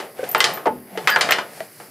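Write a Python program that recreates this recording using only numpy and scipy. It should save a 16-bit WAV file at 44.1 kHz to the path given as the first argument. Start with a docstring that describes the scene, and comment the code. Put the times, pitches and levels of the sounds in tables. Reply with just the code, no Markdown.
"""Outdoors, close to the steel bumper of an old vehicle, a heavy chain is worked around it.
Links knock in two bursts, each blow a crack and a ring of steel, and the slack slumps with a dull
clunk between them. Links clack as they seat, ping very high against each other, scrape along and
squeal once. A glove and sleeve rustle over a steady hush and a faint sinking tone.
The hardest knocks overload the recorder."""
import sys
import numpy as np
from scipy import signal
from scipy.io import wavfile

SR = 44100
rng = np.random.default_rng(int(sys.argv[2]) if len(sys.argv) > 2 else 0)


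def materialize(psi):
    """Save the field psi as 16-bit PCM at rate SR to the path in sys.argv[1].

    A 1-D psi becomes a single channel; in a 2-D psi each row is a channel.
    """
    bounded = np.clip(np.atleast_2d(psi).T, -1, 1)
    quanta = np.round(bounded * 32767).astype(np.int16)
    wavfile.write(sys.argv[1], SR, quanta)


N = 83790

CRACK_DB, CLATTER_DB, RING_DB, MODES_DB = 20.5, 3.5, -4, -10  # balance of the layers in a blow
SPOT_DB = 8.5  # scatter of the mode levels from blow to blow


def knocks(modes, settle_s=1.41, settle_t60=0.66):
    """Hard blows: a crack, then the steel, coloured by the contact."""
    # chain on the bumper: (time [s], level [dB], bass [dB], treble [dB], crack [dB], crack pitch [Hz])
    blows = [(.001, -38, 20, 9.5, -7, 900), (0.24, -39, -25, 6, 3, 2400), (0.3488, -15, 3, -4, 6.5, 1500),
             (0.4045, -17.5, -4.5, 9.5, 9.5, 3150), (0.442, -19.5, 4.5, 14, 9, 3360),
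             (0.574, -34, 13, -5, 0, 1500), (0.9749, -33, 19, 6.5, 0, 2170),
             (1.0741, -11.5, -11.5, -0.5, 6, 1825), (1.092, -18, -7.5, 2, -18, 2600),
             (1.161, -14, -2.5, -6.5, 1.5, 1750), (1.2096, -17.5, -4.5, 10.5, -2.5, 1750),
             (1.2896, -17, 0.5, -7, -7, 1800), (1.3085, -18, -1, 5, 2, 1940),
             (1.322, -15.5, -23, 4.5, 9, 2470), (1.385, -24, 9.5, 2, -2.5, 780),
             (1.6051, -45, 18.5, 6, 16.5, 1790), (1.801, -41, 16.5, -6, 4, 764)]
    bass_hz, middle_hz, treble_hz = 373, 1670, 4730
    t = np.arange(modes.shape[1]) / SR
    mix = np.zeros((2, N))
    for s, level_db, bass_db, treble_db, crack_db, hz in blows:
        colour = causal([(bass_hz, bass_db), (middle_hz, 0), (treble_hz, treble_db)])
        blow = through(bumper(modes, MODES_DB), colour) + crack(crack_db, hz)
        # the chain comes to rest and mutes the earlier blows
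        muted_s = np.maximum(s + t - settle_s, 0) * (s < settle_s)
        add(mix, s, amp(level_db) * blow * dying(muted_s, settle_t60))
    return mix


def crack(level_db, hz, q=3.6):
    """The contact itself: a few cycles at a pitch set by its stiffness."""
    burst = signal.lfilter(*signal.iirpeak(hz, q, fs=SR), signal.unit_impulse(SR * 3 // 5))
    burst /= np.linalg.norm(burst)
    return amp(CRACK_DB + level_db) * spread(np.array([burst, burst * rng.standard_normal()]))


def bumper(modes, modes_db, clatter_t60=0.074):
    """A brief clatter and the ring of the struck bumper, whose mix depends on the spot hit."""
    # tone of the dense ring: (frequency [Hz], relative level [dB])
    steel_tone = [(50, -58), (130, -41), (270, -22), (450, -7.5), (950, -3.5), (1700, -1), (2900, -11),
                  (4700, -16.5), (7500, -27), (11000, -31.5), (16000, -70)]
    # clear modes of the bumper: (frequency [Hz], level [dB], t60 [s])
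    clear_modes = [(251.5, -31.5, 1), (374, -13.5, 0.73), (463.6, -5, 0.39), (679, -2.5, 0.21),
                   (872, 2.5, 0.33), (1068, -7, 0.75), (1262, -2, 0.56), (1454, -8.5, 0.75),
                   (1680, -9, 0.27), (1774, -20, 0.95), (1863, -3.5, 0.3), (2046, 9, 0.1), (2946, -1, 0.25),
                   (3137, 3.5, 0.13), (4950, -13, 0.32)]
    t = np.arange(modes.shape[1]) / SR
    ring = amp(RING_DB) * (rng.standard_normal((2, len(modes))) @ modes)
    clatter = amp(CLATTER_DB) * rng.standard_normal((2, len(t))) * dying(t, clatter_t60)
    colour = causal(steel_tone)
    steel = through(ring + clatter, colour / np.linalg.norm(colour))
    for hz, db, t60 in clear_modes:
        gain = amp(modes_db + db - SPOT_DB * rng.random())
        steel += gain * dying(t, t60) * np.sin(2 * np.pi * (hz * t + rng.random((2, 1))))
    return spread(steel)


def steel_modes(count=300):
    """The many weak modes of the steel, crowded towards the low end, each dying at its own speed."""
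    # ring time of the steel: (frequency [Hz], t60 [s])
    ring_times = [(200, 0.93), (700, 0.38), (1700, 0.3), (4500, 0.27), (10000, 0.21)]
    t = np.arange(SR * 3 // 5) / SR
    edges_hz = 120 + 12000 * np.linspace(0, 1, count + 1) ** 1.6
    gap_hz = np.diff(edges_hz)[:, None]
    hz = edges_hz[:-1, None] + gap_hz * rng.random((count, 1))
    waves = np.sin(2 * np.pi * (hz * t + rng.random((count, 1))))
    return 2 * np.sqrt(gap_hz / SR) * waves * dying(t, read(ring_times, hz))


def clunk(modes, damp_t60=0.36, thud_db=-5.5, thud_cutoff_hz=4730):
    """The slack slumps in a few soft blows; the chain stays on the steel and damps it."""
    # soft contacts: (time [s], level [dB], pitch [Hz])
    contacts = [(0.657, -18.5, 1020), (0.6608, -13, 790), (0.6693, -12, 380), (0.677, -27, 427)]
    # dull colour of a soft blow: (frequency [Hz], gain [dB])
    dull = [(120, -14), (380, 12), (600, 3.5), (920, 5), (1150, -8), (2000, -18), (5000, -23), (10000, -18)]
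    t = np.arange(modes.shape[1]) / SR
    mix = np.zeros((2, N))
    for s, level_db, hz in contacts:
        thud = signal.lfilter(*signal.butter(2, thud_cutoff_hz, fs=SR), crack(thud_db, hz))
        steel = through(bumper(modes, MODES_DB - 0.5), causal(dull))
        add(mix, s, amp(level_db) * (steel + thud) * dying(t, damp_t60))
    add(mix, contacts[-1][0], hollow_ring())
    return mix


def hollow_ring(rise_s=0.013, t60=0.62):
    """The low ring swells under the clunk and outlasts it, roughened by the chain lying on it."""
    # hollow of the bumper: (frequency [Hz], level [dB])
    hollow_modes = [(208, -32), (248, -27), (376, -32.5)]
    t = np.arange(SR // 2) / SR
    hz, db = np.transpose(hollow_modes)
    return np.minimum(t / rise_s, 1) * dying(t, t60) * (amp(db) @ chatter(hz, t))


def clacks(rise_s=0.0025, t60=0.056):
    """Links seat with short hollow notes, damped by the gloved hand."""
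    # links seating: (time [s], level [dB], pitch [Hz])
    seatings = [(.1925, -19, 511), (.2295, -16.5, 507.4), (.2365, -19.5, 498), (.953, -27.5, 665),
                (.9745, -20.5, 445), (1.605, -21.5, 649)]
    # partials of a clack: (pitch ratio, level [dB])
    partials = [(1, 5), (3, -11)]
    t = np.arange(SR // 5) / SR
    envelope = np.minimum(t / rise_s, 1) * dying(t, t60)
    mix = np.zeros((2, N))
    for s, level_db, hz in seatings:
        note = sum(amp(db) * np.sin(2 * np.pi * hz * ratio * t) for ratio, db in partials)
        add(mix, s, amp(level_db) * envelope * note)
    return mix


def pings(tick_db=8.5, tick_low_hz=7660, tick_t60=0.015, detune=0.0024):
    """Link hits link: a bright tick and a very high, rough jingle."""
    # touches between links: (time [s], level [dB], t60 [s], tilt of the modes [dB/kHz])
    touches = [(0.29, -31.5, 0.093, -3), (0.314, -29.5, 0.077, -11), (.329, -34, 0.091, 0),
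               (.381, -30, 0.15, 10), (0.536, -34.5, 0.18, -12), (1.075, -41, .15, 2),
               (1.100, -29.5, 0.1, 2), (1.187, -39, 0.17, 8), (1.3096, -26, 0.053, 8)]
    # modes of a steel link: (frequency [Hz], level [dB])
    link_modes = [(13100, 0.5), (13290, -5), (13420, -11), (13780, 4), (14390, -6)]
    link_hz, link_db = np.transpose(link_modes)
    offset_khz = (link_hz - link_hz.mean()) / 1000
    t = np.arange(SR // 4) / SR
    mix = np.zeros((2, N))
    for s, level_db, t60, tilt_db in touches:
        weight = amp(link_db + tilt_db * offset_khz + SPOT_DB * rng.uniform(-1, 1, len(link_hz)))
        hz = link_hz * (1 + detune * rng.standard_normal(len(link_hz)))
        jingle = np.array([weight @ chatter(hz, t), weight @ chatter(hz, t)]) * dying(t, t60)
        burst = rng.standard_normal((2, len(t))) * dying(t, tick_t60)
        tick = signal.lfilter(*signal.butter(2, [tick_low_hz, hz.max()], "band", fs=SR), burst)
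        add(mix, s, amp(level_db) * spread(jingle + amp(tick_db) * tick))
    return mix


def squeal(length_s=0.063):
    """A link dragged over the steel makes it sing, swelling and fading."""
    # rubbed modes: (frequency [Hz], level [dB])
    rubbed_modes = [(1680, -16), (4790, -25)]
    t = np.arange(0, length_s, 1 / SR)
    hz, db = np.transpose(rubbed_modes)
    return np.sin(np.pi * t / length_s) * (amp(db) @ chatter(hz, t))


def chatter(hz, t, depth=0.75, speed_hz=125):
    """One partial per pitch, each buzzing from loose contact."""
    jitter = rng.standard_normal((len(hz), len(t))) + 1j * rng.standard_normal((len(hz), len(t)))
    jitter = signal.lfilter(*signal.butter(2, speed_hz, fs=SR), jitter)
    partials = np.exp(2j * np.pi * (hz[:, None] * t + rng.random((len(hz), 1))))
    return ((1 + depth * jitter / jitter.std()) * partials).real / np.hypot(1, depth)


def scrape(grains_per_s=7000, grain_spread_db=-2):
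    """Rusty links slide in small uneven grains."""
    # swells of the sliding chain: (time [s], level [dB])
    swells = [(0, -29.5), (.13, -53), (0.192, -36), (.25, -34.5), (.33, -37.5), (.5, -28.5), (.63, -42),
              (.85, -52), (0.951, -40), (1.05, -38), (1.27, -27.5), (1.403, -35), (1.48, -44.5),
              (1.63, -41), (1.75, -70), (1.9, -60)]
    # tone of the scrape: (frequency [Hz], relative level [dB])
    rust_tone = [(50, -23.5), (140, -3), (260, -7), (750, 3), (1100, -11.5), (2000, -8.5), (4800, -24.5),
                 (10000, -25.5), (15000, -66)]
    size = amp(grain_spread_db * np.minimum(rng.exponential(1, N), 4))
    grains = rng.standard_normal((2, N)) * size * (rng.random(N) < grains_per_s / SR)
    return fader(swells) * texture(grains, rust_tone)


def rustle():
    """Glove and sleeve brush as the arm moves."""
    # arm movements: (time [s], level [dB])
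    moves = [(0, -58), (0.152, -55), (.27, -44.5), (.55, -43.5), (.7, -78), (0.879, -85), (1.0, -46.5),
             (1.45, -53), (1.57, -43), (1.7, -51), (1.83, -45.5), (1.9, -51)]
    # tone of the cloth: (frequency [Hz], relative level [dB])
    cloth_tone = [(60, -24), (140, 15), (500, -12.5), (1200, 4), (2000, 9), (3600, -4.5), (4600, 5.5),
                  (6500, -2), (10000, 4), (15000, -6.5)]
    return fader(moves) * texture(rng.standard_normal((2, N)), cloth_tone)


def background(hush_db=-47.5):
    """Steady outdoor hush and a brief, faint low tone that sinks."""
    # tone of the open air: (frequency [Hz], relative level [dB])
    air_tone = [(50, -66), (90, -3.5), (135, 1.5), (600, -6.5), (1100, -13.5), (2000, -14.5), (3200, -60),
                (4700, -13.5), (7000, -32.5), (11000, -7), (15500, -15.5)]
    # sinking tone: (time [s], pitch [Hz], level [dB])
    glide = [(.9, 200, -59), (.93, 189.4, -38.5), (.98, 190, -38.5), (1.019, 177, -45),
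             (1.06, 145.5, -34.5), (1.11, 144, -69)]
    t = np.arange(N) / SR
    times, hz, db = np.transpose(glide)
    phase = 2 * np.pi * np.cumsum(np.interp(t, times, hz)) / SR
    tone = np.sin(phase) * amp(np.interp(t, times, db, left=-100, right=-100))
    return tone + amp(hush_db) * texture(rng.standard_normal((2, N)), air_tone)


def amp(db):
    """Decibels to gain."""
    return 10 ** (np.asarray(db) / 20)


def dying(t, t60):
    """Decay that falls 60 dB in t60 seconds."""
    return np.exp(-np.log(1000) * t / t60)


def fader(points):
    """Gain ride through (time [s], level [dB]) points."""
    return amp(np.interp(np.arange(N) / SR, *np.transpose(points)))


def read(points, hz):
    """Reads a table along a logarithmic frequency axis."""
    f, value = np.transpose(points)
    return np.interp(np.log(hz + 1), np.log(f + 1), value)


def causal(points, size=4096):
    """Impulse response with a sharp front and the given spectrum."""
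    log_gain = np.log(amp(read(points, abs(np.fft.fftfreq(size, 1 / SR)))))
    return np.fft.ifft(np.exp(np.conj(signal.hilbert(log_gain)))).real[:size // 2]


def through(x, response):
    """Filters both channels."""
    return signal.fftconvolve(x, response[None], axes=1)[:, :x.shape[1]]


def spread(pair, width_db=-13, mono_hz=790):
    """Turns a mid and a side signal into a narrow stereo image, almost mono in the bass."""
    side = amp(width_db) * signal.lfilter(*signal.butter(1, mono_hz, "high", fs=SR), pair[1])
    return pair[0] + np.array([side, -side])


def texture(noise, tone):
    """Shapes two noises into a narrow stereo bed of the given tone, at unit rms."""
    bed = through(spread(noise), causal(tone))
    return bed / np.sqrt(np.mean(bed ** 2) + 1e-20)


def add(mix, s, sound):
    """Mixes a sound in at a time."""
    part = mix[:, max(0, round(s * SR)):][:, :sound.shape[-1]]
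    part += sound[..., :part.shape[1]]


def scene(left_db=0.7, squeal_s=1.103):
    """The chain, a little to the left, over cloth and open air."""
    chain = scrape()
    modes = steel_modes()
    chain += knocks(modes) + clunk(modes)
    add(chain, squeal_s, squeal())
    chain += clacks() + pings()
    pan = amp([[left_db / 2], [-left_db / 2]])
    return chain * pan + rustle() + background()


def record(dry, low_cut_hz=115, ceiling=0.93, high_cut_hz=15600):
    """The microphone drops the deep bass, peaks flatten in overload and the very top is cut."""
    lean = signal.lfilter(*signal.butter(2, low_cut_hz, "high", fs=SR), dry)
    flattened = lean / (1 + (lean / ceiling) ** 6) ** (1 / 6)
    high_cut = signal.firwin(255, high_cut_hz, window=("kaiser", 9), fs=SR)
    return signal.oaconvolve(flattened, high_cut[None], "same")


dry = scene()
out = record(dry)
materialize(out)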